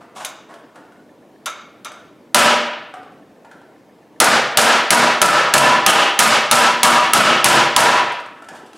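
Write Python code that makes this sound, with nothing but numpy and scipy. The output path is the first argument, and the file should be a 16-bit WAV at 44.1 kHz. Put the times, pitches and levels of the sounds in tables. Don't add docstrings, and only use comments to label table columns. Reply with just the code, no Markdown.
import sys
import numpy as np
from scipy import signal
from scipy.fft import rfft, irfft
from scipy.io import wavfile
from scipy.ndimage import uniform_filter1d

SR = 44100
rng = np.random.default_rng(int(sys.argv[2]) if len(sys.argv) > 2 else 0)


def pcm_store(signal):
    levels = np.round(np.clip(np.atleast_2d(signal), -1, 1) * 32767)
    wavfile.write(sys.argv[1], SR, levels.astype(np.int16).T)


def magnitude_from_level(level_db):
    exponent = np.asarray(level_db, float) / 20
    return 10 ** exponent


N = 386757

# [f/Hz, level/dB per Hz]
AIR_COLOUR = [(15, -41), (25, -36), (43, -40.5), (134, -15), (301, -5.5), (354, -12), (463, -10),
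              (641, -14), (695, -15.5), (1020, -20), (1230, -26), (4370, -38), (16000, -49.5)]
# [f/Hz, side minus mid level/dB]
AIR_SIDE = [(60, 6), (110, -12.5), (200, -20), (380, -18.5), (700, -16.5), (1290, -17.5), (2380, -9.5),
            (4400, -16), (8120, -26.5), (15000, -26.5)]
# [start t/s, length t/s, hiss level/dB, rasp level/dB]
SCRAPES = [(0.0, 0.0079, -49, -20.5), (0.144, 0.045, -43.5, -29), (0.187, 0.037, -42.5, -24),
           (0.478, 0.061, -60, -35.5), (0.734, 0.043, -61, -34.5), (0.906, .02, -66, -50),
           (3.432, 0.17, -79, -59), (8.308, 0.081, -68, -41), (8.597, 0.17, -75, -51),
           (8.511, 0.034, -58, -32.5), (8.537, 0.033, -50, -39), (8.645, .025, -54.5, -54),
           (8.737, .03, -51, -42)]
# [f/Hz, level/dB per Hz]
GRIT = [(880, -38), (1500, -21.5), (2300, -9), (2900, -2), (4330, -9.5), (9010, -10.5), (12900, -23.5),
        (16000, -38)]
# [f/Hz, width f/Hz, level/dB]
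RASP_PEAKS = [(244, 62, 3.5), (734, 400, 11), (950, 510, 11), (1250, 760, 0.5)]
# [t/s, click level/dB, knock level/dB, low knock f/Hz, high knock f/Hz]
TICKS = [(0.164, -43, -23.5, 720, 1160), (0.207, -48, -28, 970, 1350), (0.5386, -43, -33, 600, 1370),
         (0.7565, -47, -35, 940, 1440), (0.9206, -55, -39, 730, 1460), (1.9165, -38.5, -29, 633, 1370),
         (2.9382, -42.5, -19.5, 735, 1250), (3.0294, -55, -35, 570, 990), (3.1192, -60, -37, 550, 1140),
         (3.4466, -51.5, -32, 950, 1450), (3.5124, -46, -31.5, 850, 1360), (3.6147, -57, -35, 730, 980),
         (8.1194, -34, -28, 646, 980), (8.1994, -43, -21.5, 626, 1270), (8.259, -46, -34, 580, 1286),
         (8.4208, -45.5, -30, 704, 1300), (8.4424, -47, -45, 630, 1240), (8.4856, -34.5, -22, 815, 1540),
         (8.514, -56, -21.5, 242, 350), (8.63, -64, -22, 235, 340), (8.745, -64, -26, 240, 332),
         (8.5494, -47, -30, 770, 1310), (8.6683, -55, -49, 590, 1320), (8.7305, -43, -35, 850, 1320)]
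# [t/s, strength level/dB, crack level/dB, ring level/dB, brightness dB/octave]
TAPS = [
    (0.247, -17.5, 6.5, -6, 4),
    (1.458, -10, -1.5, -5, 0),
    (1.846, -16.5, -3, -5, -1),
]
# [f/Hz, level/dB, time to fall 60 dB t/s]
SHEET_MODES = [(610, -10, 0.68), (1170, -7.5, 0.23), (1300, -6, .25), (1386, -6, 0.22), (2200, -10.5, .4),
               (2385, -10, 0.14), (3600, -15, 0.19), (3790, -11, .4), (4700, -16, .3), (6115, -10.5, .27),
               (6520, -15, 0.18), (7220, -19, .2)]
# [f/Hz, level/dB per Hz]
TOUCH = [(240, -32.5), (520, -15), (1320, -3.5), (1780, -12), (3800, -14.5), (4300, -22.5), (6400, -18),
         (16000, -41.5)]
# [f/Hz, level/dB per Hz]
CRACK = [(880, -29), (1500, -11), (2740, -1), (5540, -6.5), (6240, -3), (7320, -6), (9950, -1.5),
         (13900, -16.5), (16000, -28)]
# [t/s, strength level/dB, brightness dB/octave, ring level/dB, bite near 3 kHz level/dB]
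BLOWS = [(2.345, 5.5, 1.4, 2, 2.5), (4.201, 5.5, 0.86, 0.5, 0.1), (4.572, 7, 1.35, -1, 1.5),
         (4.905, 6, 1, 2.1, 0), (5.216, 6.5, 0.9, 4.8, 1), (5.538, 6.5, 1.24, 6.2, 1.7),
         (5.863, 5, 1.24, 3.5, 4), (6.19, 5.5, 2, 4, 1.5), (6.512, 4.5, 1.74, 5, 1.5),
         (6.831, 4.5, 2, 9, 2), (7.134, 7.5, 1.05, 5, 3), (7.443, 6, 1.2, 3.3, 2), (7.763, 6.5, 1, 4, 1.1)]
# [f/Hz, level/dB per Hz]
CLANG = [(35, -66), (60, -37), (133, -8.5), (363, -9.5), (607, -4), (862, -4.5), (968, -4), (1040, -10.5),
         (1310, -3), (2000, -10.5), (2710, -14.5), (7230, -18.5), (9790, -20), (16000, -41.5)]
# [f/Hz, level/dB, time to fall 60 dB t/s]
BENCH_MODES = [(88.2, -58, 0.56), (140, -19.5, 0.59), (190, -17, 0.37), (235.4, -11.5, 0.45),
               (340, -18.5, 0.54), (472, -27.5, 0.35), (604, -5, 0.3), (593, -20, 0.34), (785.4, -10, 0.5),
               (900, -34, 0.13), (978, -1.5, 0.39), (1101, -15, 0.57), (1237, -4, 0.36), (1325, -2.5, 0.21),
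               (1289, -4.5, 0.12), (1653, -11, 0.1), (1755, -13, 0.45), (2210, -8, 0.17),
               (2420, -22.5, 0.16), (2666, -10, 0.28), (3540, -25, 0.2), (3420, -17.5, 0.08)]
# [f/Hz, time to fall 60 dB t/s]
ROOM_T60 = [(100, 0.18), (400, 0.74), (1000, 0.75), (1900, 0.81), (2900, 0.79), (5000, 0.59), (9000, 0.38),
            (15000, 0.36)]

SLAP_S, SLAP_DB = 0.041, -12


def evened(x):
    return x / np.sqrt(np.mean(x ** 2) + 1e-20)


def read(points, hz):
    f, value = np.transpose(points)
    return np.interp(np.log(hz + 1), np.log(f + 1), value)


def add(mix, s, sound):
    part = mix[..., round(s * SR):][..., :sound.shape[-1]]
    part += sound[..., :part.shape[-1]]


def noise(count, colour, tilt_db=0):
    hz = np.fft.rfftfreq(count, 1 / SR)
    gain = magnitude_from_level(read(colour, hz) + tilt_db * np.log2(hz / 1000 + 0.045))
    return evened(irfft(rfft(rng.standard_normal(count)) * gain, count))


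def air():
    frames, hz = N // 256 + 5, np.fft.rfftfreq(1024, 1 / SR)
    a, b, c, d, patches = rng.standard_normal((frames, 513, 5)).T
    patches = uniform_filter1d(patches, size=8, axis=0)
    patches = evened(uniform_filter1d(patches, size=10, axis=1))
    side = (c + 1j * d) * magnitude_from_level(read(AIR_SIDE, hz))[:, None]
    z = np.array([a + 1j * b, side])
    z *= magnitude_from_level(read(AIR_COLOUR, hz)[:, None] + 1.5 * patches)
    x = signal.istft(z, nperseg=1024, noverlap=768)[1][:, :N]
    return magnitude_from_level(-47.5) * x / np.std(x[0])


def sheet_rasp(x):
    out = 0
    for hz, width, db in RASP_PEAKS:
        peak = signal.iirpeak(hz, hz / width, SR)
        out = out + magnitude_from_level(db) * signal.lfilter(*peak, signal.lfilter(*peak, x))
    return out


def scrapes():
    out, t = np.zeros(N), np.arange(SR // 4) / SR
    for s, length, hiss_db, rasp_db in SCRAPES:
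        lean_db = 2 * np.maximum(1 - t / length, 0)
        release_db = 60 * np.maximum(t - length, 0) / 0.086
        press = magnitude_from_level(lean_db - release_db) * np.minimum(t / 0.02, 1) ** 2
        grain = magnitude_from_level(1.8 * evened(uniform_filter1d(rng.standard_normal(len(t)), size=150)))
        hiss = magnitude_from_level(hiss_db) * noise(len(t), GRIT)
        rasp = magnitude_from_level(rasp_db - 10.0) * evened(sheet_rasp(rng.standard_normal(len(t))))
        add(out, s, (hiss + rasp) * evened(grain) * press)
    return out


def machine():
    out, t = np.zeros(N), np.arange(1500) / SR
    tones = np.sin(2 * np.pi * 1760 * t) + magnitude_from_level(-9.5) * np.sin(2 * np.pi * 2150 * t)
    pip = magnitude_from_level(-60 * t / 0.045) * tones * np.minimum(t / 0.0022, 1)
    times = np.arange(0.0243, N / SR, 0.06672)
    for k, (s, luck) in enumerate(zip(times, rng.standard_normal(len(times)))):
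        add(out, s, magnitude_from_level(-49.0 - 9.5 * (k % 2) + 2.5 * luck) * pip)
    return out


def ticks():
    out, t = np.zeros((2, N)), np.arange(6000) / SR
    dull = signal.butter(2, 2200., fs=SR)
    for s, click_db, knock_db, low_hz, high_hz in TICKS:
        click = magnitude_from_level(click_db - 60 * t / 0.046) * noise(len(t), GRIT, tilt_db=0.5)
        click *= np.minimum(t / 0.0021, 1)
        shake = magnitude_from_level(-60 * t / 0.052) * rng.standard_normal(len(t))
        low = signal.lfilter(*signal.iirpeak(low_hz, 8, SR), shake)
        high = signal.lfilter(*signal.iirpeak(high_hz, 8, SR), shake)
        hollow = magnitude_from_level(knock_db + 12.0) * signal.lfilter(*dull, low + magnitude_from_level(-1.5) * high)
        add(out, s, np.array([click + hollow, magnitude_from_level(-3.0) * click + hollow]))
    return out


def impulse(colour, tilt_db, count):
    hz = abs(np.fft.fftfreq(4096, 1 / SR))
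    log_gain = np.log(magnitude_from_level(read(colour, hz) + tilt_db * np.log2(hz / 1000 + .05)))
    click = np.fft.ifft(np.exp(np.conj(signal.hilbert(log_gain)))).real
    return np.pad(click / np.linalg.norm(click), (0, count - 4096))


def ring(modes, t, spread_db, split, chatter_db):
    out, slow = np.zeros(len(t)), t[::64]
    for (hz, db, t60), luck in zip(modes, rng.standard_normal((len(modes), 3, 3))):
        detune_hz = hz * split * luck[1][:, None] * [[0], [1], [1]]
        phases = 2 * np.pi * detune_hz * slow + 10 * luck[2][:, None]
        beats = magnitude_from_level(spread_db * luck[0]) @ np.exp(1j * phases)
        flicker = rng.standard_normal((2, len(slow)))
        flicker = evened(uniform_filter1d(flicker, size=14, axis=1))
        swell = 1 - np.exp(-slow * hz / 2.6)
        fade = magnitude_from_level(db - 60 * slow / t60 + chatter_db * flicker[0])
        motion = beats * swell * fade * np.exp(.9j * flicker[1])
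        wander = np.interp(t, slow, np.unwrap(np.angle(motion + 1e-30)))
        out += np.interp(t, slow, abs(motion)) * np.cos(2 * np.pi * hz * t + wander)
    return out


def strike(modes, colour, tilt_db, ring_db, crack_db, crack_s, rattle_db, rattle_s,
           spread_db, split, slap_db, jolt_db):
    t = np.arange(SR * 3 // 4) / SR
    crack = magnitude_from_level(crack_db - 60 * t / crack_s) * noise(len(t), CRACK) * np.minimum(t / 0.0013, 1) ** 2
    slap = magnitude_from_level(slap_db + 3.8 * rng.standard_normal())
    crack = crack + slap * np.roll(crack, round(SLAP_S * SR))
    jolts = magnitude_from_level(jolt_db * evened(uniform_filter1d(rng.standard_normal(len(t)), size=400)))
    rattle = magnitude_from_level(rattle_db - 60 * t / rattle_s) * (1 - np.exp(-t / 0.0069)) ** 2
    rattle = rattle * noise(len(t), colour, tilt_db) * jolts
    rung = magnitude_from_level(ring_db) * ring(modes, t, spread_db, split, chatter_db=3.)
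    feed = magnitude_from_level(28.5) * impulse(colour, tilt_db, len(t)) + magnitude_from_level(-6.5) * rung
    return np.array([crack + rattle + rung, feed])


def touch_colour(peak_db, width_oct):
    hz = np.geomspace(30, SR / 2, 400)
    lift = sum(np.exp(-(np.log2(hz / mode[0]) / width_oct) ** 2) for mode in SHEET_MODES)
    return np.transpose([hz, read(TOUCH, hz) + peak_db * np.minimum(lift, 1)])


def light_taps():
    out = np.zeros((2, N))
    for s, db, crack_db, ring_db, tilt_db in TAPS:
        colour = touch_colour(peak_db=ring_db + 12, width_oct=.04)
        tap = strike(SHEET_MODES, colour, tilt_db, ring_db - 2.5, crack_db + 9.0, crack_s=0.048,
                     rattle_db=9.5, rattle_s=0.16, spread_db=2.5, split=0.015,
                     slap_db=2 * SLAP_DB, jolt_db=.5)
        add(out, s, magnitude_from_level(db - 16.5) * tap)
    return out


def hammer_blows():
    out, hz = np.zeros((2, N)), np.geomspace(30, SR / 2, 60)
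    bite = np.exp(-(np.log2(hz / 2950) / .24) ** 2)
    for s, db, tilt_db, ring_db, bite_db in BLOWS:
        colour = np.transpose([hz, read(CLANG, hz) + 2 * bite_db * bite])
        blow = strike(BENCH_MODES, colour, tilt_db, ring_db - 13.5, crack_db=6.5, crack_s=0.034,
                      rattle_db=-1.0, rattle_s=0.26, spread_db=3.0, split=.011,
                      slap_db=SLAP_DB, jolt_db=2.5)
        add(out, s, magnitude_from_level(db - 0.5) * blow)
    return out


def shop(x, count=3):
    taps = np.zeros((2 * count, SR))
    at = np.arange(300, SR - 20, 20) + rng.integers(0, 20, (2 * count, (SR - 301) // 20))
    np.put_along_axis(taps, at, rng.choice([-1., 1.], at.shape), 1)
    hz, t, z = signal.stft(taps, SR, nperseg=256)
    build = 1 - np.exp(-t / (0.001 + 3.5 / (hz[:, None] + 100)))
    lumps = uniform_filter1d(rng.standard_normal(z.shape), size=5, axis=2)
    lumps = evened(uniform_filter1d(lumps, size=30, axis=1))
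    fade = magnitude_from_level(-60 * t / read(ROOM_T60, hz)[:, None])
    tails = signal.istft(z * magnitude_from_level(1.87 * lumps) * build * fade, SR, nperseg=256)[1][:, :SR]
    tails /= np.linalg.norm(tails, axis=1, keepdims=True)
    turn = np.pi * (np.arange(N) / SR + np.arange(count)[:, None] / count)
    fed = np.tile(x * np.cos(turn) * np.sqrt(2 / count), (2, 1))
    return signal.fftconvolve(fed, tails, axes=1)[:, :N].reshape(2, count, N).sum(1)


def scene():
    direct, feed = scrapes() + ticks() + light_taps() + hammer_blows()
    wet, back = shop(feed), air()
    mid = direct + wet[0] + back[0] + machine()
    late = np.roll(direct, shift=30)
    side = magnitude_from_level(-43.5) * mid + magnitude_from_level(-31.5) * late + magnitude_from_level(-31.5) * wet[1] + back[1]
    return np.array([mid + side, mid - side])


def roll_off(x):
    return signal.sosfilt(signal.butter(12, 16440, fs=SR, output="sos"), x)


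def record(dry):
    power_db = 10 * np.log10(signal.lfilter([.01], [1, -.99], (dry ** 2).mean(0)) + 1e-12)
    fall = np.arange(N) * 103.0 / SR
    level_db = np.maximum.accumulate(power_db + fall) - fall
    over_db = 0.94 * 1.357 * np.logaddexp(0, (level_db + 8.5) / 1.271)
    held = dry / magnitude_from_level(signal.lfilter([.03], [1, -.97], over_db))
    clipped = held / (1 + abs(held / .86) ** 4) ** .25
    low_cut = signal.butter(2, 60., "highpass", fs=SR, output="sos")
    high_cut = signal.butter(10, 16000, fs=SR, output="sos")
    mix = signal.sosfilt(np.vstack([low_cut, high_cut]), clipped)
    return roll_off(mix)


dry = scene()
out = record(dry)
pcm_store(out)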